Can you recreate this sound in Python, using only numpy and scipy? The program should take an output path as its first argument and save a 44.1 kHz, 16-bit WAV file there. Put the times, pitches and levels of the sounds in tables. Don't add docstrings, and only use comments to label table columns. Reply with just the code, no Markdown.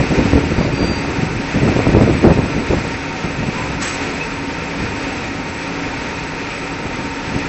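import sys
import numpy as np
from scipy import signal
from scipy.fft import rfft, irfft
from scipy.io import wavfile
from scipy.ndimage import uniform_filter1d, minimum_filter1d

SR = 44100
rng = np.random.default_rng(int(sys.argv[2]) if len(sys.argv) > 2 else 0)


def wav_record(signal):
    frames = np.transpose(np.atleast_2d(signal))
    bounded = np.clip(frames, -1, 1)
    quanta = np.round(bounded * 32767).astype(np.int16)
    wavfile.write(sys.argv[1], SR, quanta)


N = 329868


def from_db(db):
    return 10 ** (np.asarray(db) / 20)


def rms_one(x):
    return x / np.sqrt(np.mean(x ** 2) + 1e-20)


def in_time(rows):
    s, db = np.transpose(rows)
    return np.interp(np.arange(N) / SR, s, db)


def drift(rate):
    r = np.exp(-40 * np.pi * rate / SR)
    noise = rng.standard_normal(N // 20 + 4002)
    slow = signal.lfilter([1], [1, -2 * r, r * r], noise)[4000:]
    return np.interp(np.arange(N) / 20, np.arange(len(slow)), rms_one(slow - slow.mean()))


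def coloured(spectrum):
    hz, db = np.transpose(spectrum)
    log_hz = np.log(np.fft.rfftfreq(N, 1 / SR) + 1)
    corners = np.log(np.r_[hz[0] / 3, hz, hz[-1] * 1.1])
    shape = np.interp(log_hz, corners, np.r_[db[0] - 20, db, db[-1] - 40])
    return rms_one(irfft(rfft(rng.standard_normal(N)) * from_db(shape), N))


def band(x, low_hz, high_hz):
    return signal.sosfilt(signal.butter(2, [low_hz, high_hz], "band", fs=SR, output="sos"), x)


def whistle(hz, width_hz):
    r = np.exp(-np.pi * width_hz / SR)
    poles = [1, -2 * r * np.cos(2 * np.pi * hz / SR), r * r]
    tone = signal.lfilter([1, 0, -1], poles, rng.standard_normal(N + SR))
    return rms_one(tone[SR:])


def sine(hz, wander_hz):
    return np.sqrt(2) * np.sin(2 * np.pi * np.cumsum(hz + wander_hz * drift(1.6)) / SR)


def swell_of(start, length, late, power):
    done = np.clip((np.arange(N) / SR - start) / length, 0, 1)
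    return np.abs(np.sin(np.pi * done ** late)) ** power


# frequency in Hz, density in dB per Hz.
ROAR_SPECTRUM = [(30, -13), (90, -8.5), (170, -13.5), (340, -11), (500, -11.5), (655, -18), (900, -15.5),
                 (1080, -19), (1500, -18), (2550, -15), (3000, -26), (5200, -28), (6800, -33), (8000, -28)]
# time in seconds, level in dB.
ROAR_LEVEL = [(0.0, -25.5), (0.69, -26), (1.39, -27.5), (1.77, -26.5), (3.35, -27.5), (3.75, -27),
              (4.3, -29), (7.19, -27.5), (7.48, -26.5)]
# pitch in Hz, width in Hz, level in dB.
DUCT_WHISTLES = [(164, 21, -36), (255.2, 2.8, -40), (754, 9, -41.5), (1334, 100, -38.5), (1501, 14, -47),
                 (1881, 24, -42.5), (2473, 29, -44), (3550, 17, -64.5), (4080, 10, -59.5)]


def blowers():
    roar = coloured(ROAR_SPECTRUM)
    top = band(roar, 1100, 16000)
    roar = roar / np.std(band(roar, 1100, 3130))
    top = top / np.std(band(coloured(ROAR_SPECTRUM), 1000, 2300))
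    roar = roar * from_db(0.91 * drift(1.5)) + top * (from_db(0.6 * drift(11)) - 1)
    whistles = sum(from_db(db) * whistle(hz, width_hz) for hz, width_hz, db in DUCT_WHISTLES)
    return from_db(in_time(ROAR_LEVEL) - 1.04) * roar + whistles


BLADE_HZ, BLADE_WIDTH_HZ = 279.45, 14
BEAT_HZ, IN_STEP_S = 3.005, 0.08
FIRST_BLADE_DB, SECOND_BLADE_DB, BLADE_BREATH_DB, GEAR_DB = -34, -39, -36, -38
GEAR_HZ, SHAFT_HZ, SHAFT_SWING = 919.8, 15.9, 0.73
MOTOR_HZ = 6009
# time in seconds, level in dB.
MOTOR_LEVEL = [(0, -52.5), (2.4, -54.5), (3, -56.5), (7.48, -63.5)]


def hum():
    since = np.arange(N) / SR - IN_STEP_S
    angle = 2 * np.pi * np.cumsum(BLADE_HZ + 0.22 * drift(2.0)) / SR
    first = from_db(FIRST_BLADE_DB) * np.sin(angle)
    second = from_db(SECOND_BLADE_DB) * np.sin(angle + 2 * np.pi * BEAT_HZ * since)
    blade = np.sqrt(2) * (first + second) * from_db(1.4 * drift(3.8))
    breath = from_db(BLADE_BREATH_DB) * whistle(BLADE_HZ, BLADE_WIDTH_HZ)
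    turn = 1 + SHAFT_SWING * sine(SHAFT_HZ, wander_hz=0.94) / np.sqrt(2)
    gear = sine(GEAR_HZ, wander_hz=0.4) * turn * from_db(GEAR_DB + 1.3 * drift(5.9))
    motor = from_db(in_time(MOTOR_LEVEL) + 1.5 * drift(2.6)) * sine(MOTOR_HZ, wander_hz=4.3)
    return blade + breath + gear + motor


BREEZE_BRIGHT_DB = -7
# time in seconds, level in dB.
BREEZE_LEVEL = [(0, -21.5), (.65, -18), (1.15, -22.5), (1.48, -33), (1.58, -16.5), (2.2, -14.5), (2.5, -19),
                (2.66, -29), (2.85, -18.5), (3.0, -33), (3.35, -27.5), (4.0, -34.5), (4.6, -29),
                (5.1, -27.5), (6.0, -33.5), (6.7, -41.5), (7.48, -26.5)]
# centre in seconds, length in seconds, level in dB,
# brightness of the upper rumble in dB.
GUST_EVENTS = [(.005, 0.21, -18.5, -0.5), (0.134, 0.069, -21, 7.5), (0.202, 0.07, -21, 3),
               (0.365, .1, -12.5, 0), (0.533, .05, -22, -5), (0.593, 0.082, -16, -11),
               (0.714, 0.052, -24, -11), (0.839, 0.073, -18, 1.5), (0.91, 0.045, -17, -15),
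               (1.222, 0.2, -22, -17), (1.372, 0.15, -20.5, -10.5), (1.568, .06, -16.5, -7.5),
               (1.676, 0.13, -13.5, -3.5), (1.776, 0.072, -24.5, -15), (1.883, .08, -19, 1),
               (1.995, 0.2, -12, -1), (2.091, .08, -18, 3), (2.282, 0.12, -12, 3.5),
               (2.383, 0.052, -17, -8.5), (2.448, 0.04, -15.5, -8), (2.587, 0.11, -16.5, -2),
               (2.742, .11, -14.5, -1.5), (2.92, 0.053, -27, -20), (3.256, 0.051, -20.5, -7),
               (3.42, .15, -19.5, -13), (3.72, 0.36, -27.5, -11), (4.835, 0.11, -20.5, -24),
               (6.86, 0.062, -19.5, -22), (7.02, 0.33, -26.5, -16), (7.36, 0.05, -21, -4)]


def airflow():
    low = from_db(in_time(BREEZE_LEVEL))
    high = low * from_db(BREEZE_BRIGHT_DB)
    for centre, length, db, bright_db in GUST_EVENTS:
        gust = from_db(db) * swell_of(centre - length / 2, length, late=0.81, power=1.45)
        low = low + gust
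        high = high + gust * from_db(bright_db)
    return low, high


# frequency in Hz, density in dB per Hz.
RUMBLE_SPECTRUM = [(22, -18), (60, 0.5), (150, 1), (300, 0.5), (500, -6), (700, -13.5), (1100, -26),
                   (1500, -25.5), (2200, -57)]


def wind(low_flow, high_flow):
    rumble = coloured(RUMBLE_SPECTRUM)
    rumble = rumble / np.std(band(rumble, 33, 272))
    low = signal.sosfilt(signal.butter(2, 300, fs=SR, output="sos"), rumble)
    lumps = drift(53)
    low_gain = from_db(1.7 * lumps + 0.37 * drift(31) - 3.5)
    high_gain = from_db(3.1 * lumps + 1.9 * drift(45) - 1.5)
    return low_flow * low * low_gain + high_flow * (rumble - low) * high_gain


SMALL_PER_S, SMALL_LOW_HZ, SMALL_HIGH_HZ = 14, 102, 330
SMALL_OVER_WIND_DB, SMALL_SCATTER_DB = 7, 4


def small_eddies(flow):
    count = int(SMALL_PER_S * N / SR)
    place, pitch, size = rng.random((count, 3)).T
    s = (np.arange(count) + place) / SMALL_PER_S
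    wind_db = 20 * np.log10(flow[(s * SR).astype(int)])
    db = wind_db + SMALL_OVER_WIND_DB + SMALL_SCATTER_DB * (2 * size - 1)
    return list(zip(s, db, SMALL_LOW_HZ * (SMALL_HIGH_HZ / SMALL_LOW_HZ) ** pitch))


FLUTTER_S = 0.025
# start in seconds, peak in dB, pitch in Hz.
STRONG_EDDIES = [(.028, -7, 393), (.109, -2, 101), (.19, -19, 390), (.253, -1, 194), (.336, -13, 306),
                 (.35, -3, 91), (.518, -3, 147), (.61, -3, 345), (.648, -0.5, 253), (.736, -7, 99.6),
                 (.822, -4, 260), (1.229, -1, 133), (1.552, -2, 103.6), (1.618, -9, 155), (1.675, 3.5, 262),
                 (1.721, -7, 360), (1.953, 1.5, 160), (1.978, -4.5, 169), (2.042, -6, 122),
                 (2.096, -3.5, 416), (2.247, 3, 284), (2.299, 0.5, 574), (2.314, 3.5, 184),
                 (2.389, -2.5, 218), (2.73, 1.5, 277), (3.485, -6, 174), (3.66, -14, 92), (4.85, -7.5, 119),
                 (6.847, -13, 156), (6.984, -11, 164)]


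def puffs(flow):
    eddies = list(STRONG_EDDIES) + small_eddies(flow)
    out = np.zeros(N + SR)
    white = rng.standard_normal((len(eddies), SR // 8))
    phases = rng.uniform(0, 2 * np.pi, len(eddies))
    swell = np.sin(np.pi * np.linspace(0, 1, int(FLUTTER_S * SR)) ** 0.45)
    for (s, db, hz), noise, phase in zip(eddies, white, phases):
        at = round(s * SR)
        t = np.arange(int(1.7 * SR / hz)) / SR
        push = np.abs(np.sin(np.pi * (t / t[-1]) ** 0.65)) * np.sin(2 * np.pi * hz * t + phase)
        out[at:at + len(t)] += from_db(db - 7) * push
        flutter = rms_one(band(noise, hz * 0.45, hz * 2.12)[-len(swell):])
        out[at:at + len(swell)] += from_db(db - 15) * swell * flutter
    return out[:N]


# time in seconds, peak in dB, pitch in Hz.
DIAPHRAGM_SNAPS = [(.008, -7, 298), (0.3342, 0, 300), (1.765, -6.5, 400), (1.7924, -1.5, 330),
                   (1.8686, -2, 420), (1.95, 2.5, 262), (2.012, 3, 330), (2.243, 3, 260), (2.375, -9, 300)]


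def snaps():
    out = np.zeros(N)
    around = np.arange(-300, 300)
    signs = rng.choice([-1, 1], len(DIAPHRAGM_SNAPS))
    for (s, db, hz), sign in zip(DIAPHRAGM_SNAPS, signs):
        cycles = around / SR * hz
        flip = np.tanh(cycles / 0.06) * np.exp(-(cycles / 0.39) ** 2)
        out[round(s * SR) + around] += sign * from_db(db) * flip
    return out


SQUEAK_HZ = 4700
GRIP_LATE, GRIP_ROUND = 1.1, 1.1
# start in seconds, length in seconds, level in dB.
BRAKE_GRIPS = [
    (0.444, .065, -46),
    (.54, .15, -39),
    (0.677, 0.39, -32),
]
# start in seconds, length in seconds, pitch in Hz, glide in Hz, level in dB.
METAL_CHIRPS = [
    (3.555, .135, 996, 0, -33),
    (4.198, .05, 2440, 170, -26.5),
]


def squeaks():
    grip = sum(from_db(db) * swell_of(start, length, GRIP_LATE, GRIP_ROUND)
               for start, length, db in BRAKE_GRIPS)
    out = grip * from_db(1.7 * drift(30)) * sine(SQUEAK_HZ, wander_hz=3)
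    t = np.arange(N) / SR
    for start, length, hz, glide_hz, db in METAL_CHIRPS:
        done = np.clip((t - start) / length, 0, 1)
        swell = np.sin(np.pi * done ** 0.7) ** 0.7
        tone = sine(hz + glide_hz * (1 - np.exp(-5 * done)), wander_hz=5)
        out = out + from_db(db + 3 * drift(70)) * swell * tone
    return out


SPIT_S, LEAK_S = 3.818, 3.79
SPIT_DB, LEAK_DB, SPIT_SAG_DB_PER_S = -28, -36, 10
SPIT_ATTACK_S, SPIT_LENGTH_S = 0.004, 0.18
# frequency in Hz, density in dB per Hz.
SPIT_SPECTRUM = [(600, -7), (1000, 3.5), (2000, 5.5), (3500, -2.5), (5500, -2.5), (7000, -0.5), (8300, 8.5)]


def valve():
    air = coloured(SPIT_SPECTRUM)
    since = np.maximum(np.arange(N) / SR - SPIT_S, 0)
    opening = 1 - np.exp(-since / SPIT_ATTACK_S)
    closing = np.clip(1 - since / SPIT_LENGTH_S, 0, 1) ** 0.65
    pressure = from_db(SPIT_DB - SPIT_SAG_DB_PER_S * since + 0.83 * drift(49))
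    leak = from_db(LEAK_DB) * swell_of(LEAK_S, 0.05, late=1.1, power=0.8)
    return (opening * closing * pressure + leak) * air / np.std(band(air, 3000, 5900))


def scene():
    low_flow, high_flow = airflow()
    locomotive = blowers() + hum() + squeaks() + valve()
    gusts = wind(low_flow, high_flow) + puffs(low_flow) + snaps()
    return (locomotive + gusts)[None]


THIN_HZ, TOP_HZ, THIN_FRAME = 6790, 7960, 882


def thin_treble(x, keep=1.85, lift_db=4.5, halo_db=-3, mask_db=-16, starve_db=-46):
    hz, _, z = signal.stft(x, SR, "cosine", THIN_FRAME)
    size = np.abs(z)
    even = np.sqrt(np.abs(uniform_filter1d(size ** 2, size=7, axis=1)))
    louder_below = np.roll(-minimum_filter1d(-even, size=11, axis=0), 9, axis=0)
    hidden = (even < from_db(mask_db) * louder_below) & (hz[:, None] > 4300)
    loudness = uniform_filter1d(np.sqrt(np.sum(even ** 2, axis=0)), size=41)
    starved_band = (hz[:, None] > 4400) & (hz[:, None] < THIN_HZ)
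    hidden |= (size < from_db(starve_db) * loudness) & starved_band
    z[hidden] = 0
    top = (hz > THIN_HZ) & (hz < TOP_HZ)
    flat = size[top] / np.median(size[top], axis=1, keepdims=True)
    step = keep * uniform_filter1d(np.sqrt(np.mean(flat ** 2, axis=0)), size=5)
    kept = flat > step * np.linspace(1.06, 0.88, len(flat))[:, None]
    halo = uniform_filter1d(uniform_filter1d(kept * 1.0, size=15, axis=1), size=2, axis=0)
    twinkle_gain = from_db(lift_db) * step / (flat + 1e-9)
    z[top] *= np.where(kept, twinkle_gain, from_db(halo_db) * np.sqrt(np.abs(halo)))
    z[hz >= TOP_HZ] = 0
    return signal.istft(z, SR, "cosine", THIN_FRAME)[1][:N]


FIRST_RATE_HZ = 16000
# low edge in Hz, high edge in Hz, height over the usual that is kept
# as a ratio, level in dB, memory in frames.
MIRROR_BANDS = [
    (9500, 9950, 2.15, -20, 3),
    (12100, 12800, 2.85, -21, 75),
]


def rate_images(x):
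    mirror = x * np.cos(2 * np.pi * FIRST_RATE_HZ * np.arange(N) / SR)
    hz, _, z = signal.stft(mirror, SR, "hann", 4096)
    gain = np.zeros(z.shape)
    for low_hz, high_hz, keep, db, memory in MIRROR_BANDS:
        rows = (hz > low_hz) & (hz < high_hz)
        usual = uniform_filter1d(np.sqrt(np.mean(np.abs(z[rows]) ** 2, axis=0)), size=memory)
        gain[rows] = from_db(db) * (np.abs(z[rows]) > keep * usual)
    return signal.istft(z * gain, SR, "hann", 4096)[1][:N]


def roll_off(x):
    return signal.sosfilt(signal.butter(12, 12900, fs=SR, output="sos"), x)


def record(dry):
    rounded = 1.361 * np.tanh(dry[0] / 1.36)
    first = thin_treble(rounded)
    held = np.clip(first + rate_images(first), -1, 1)
    return roll_off(held[None])


dry = scene()
out = record(dry)
wav_record(out)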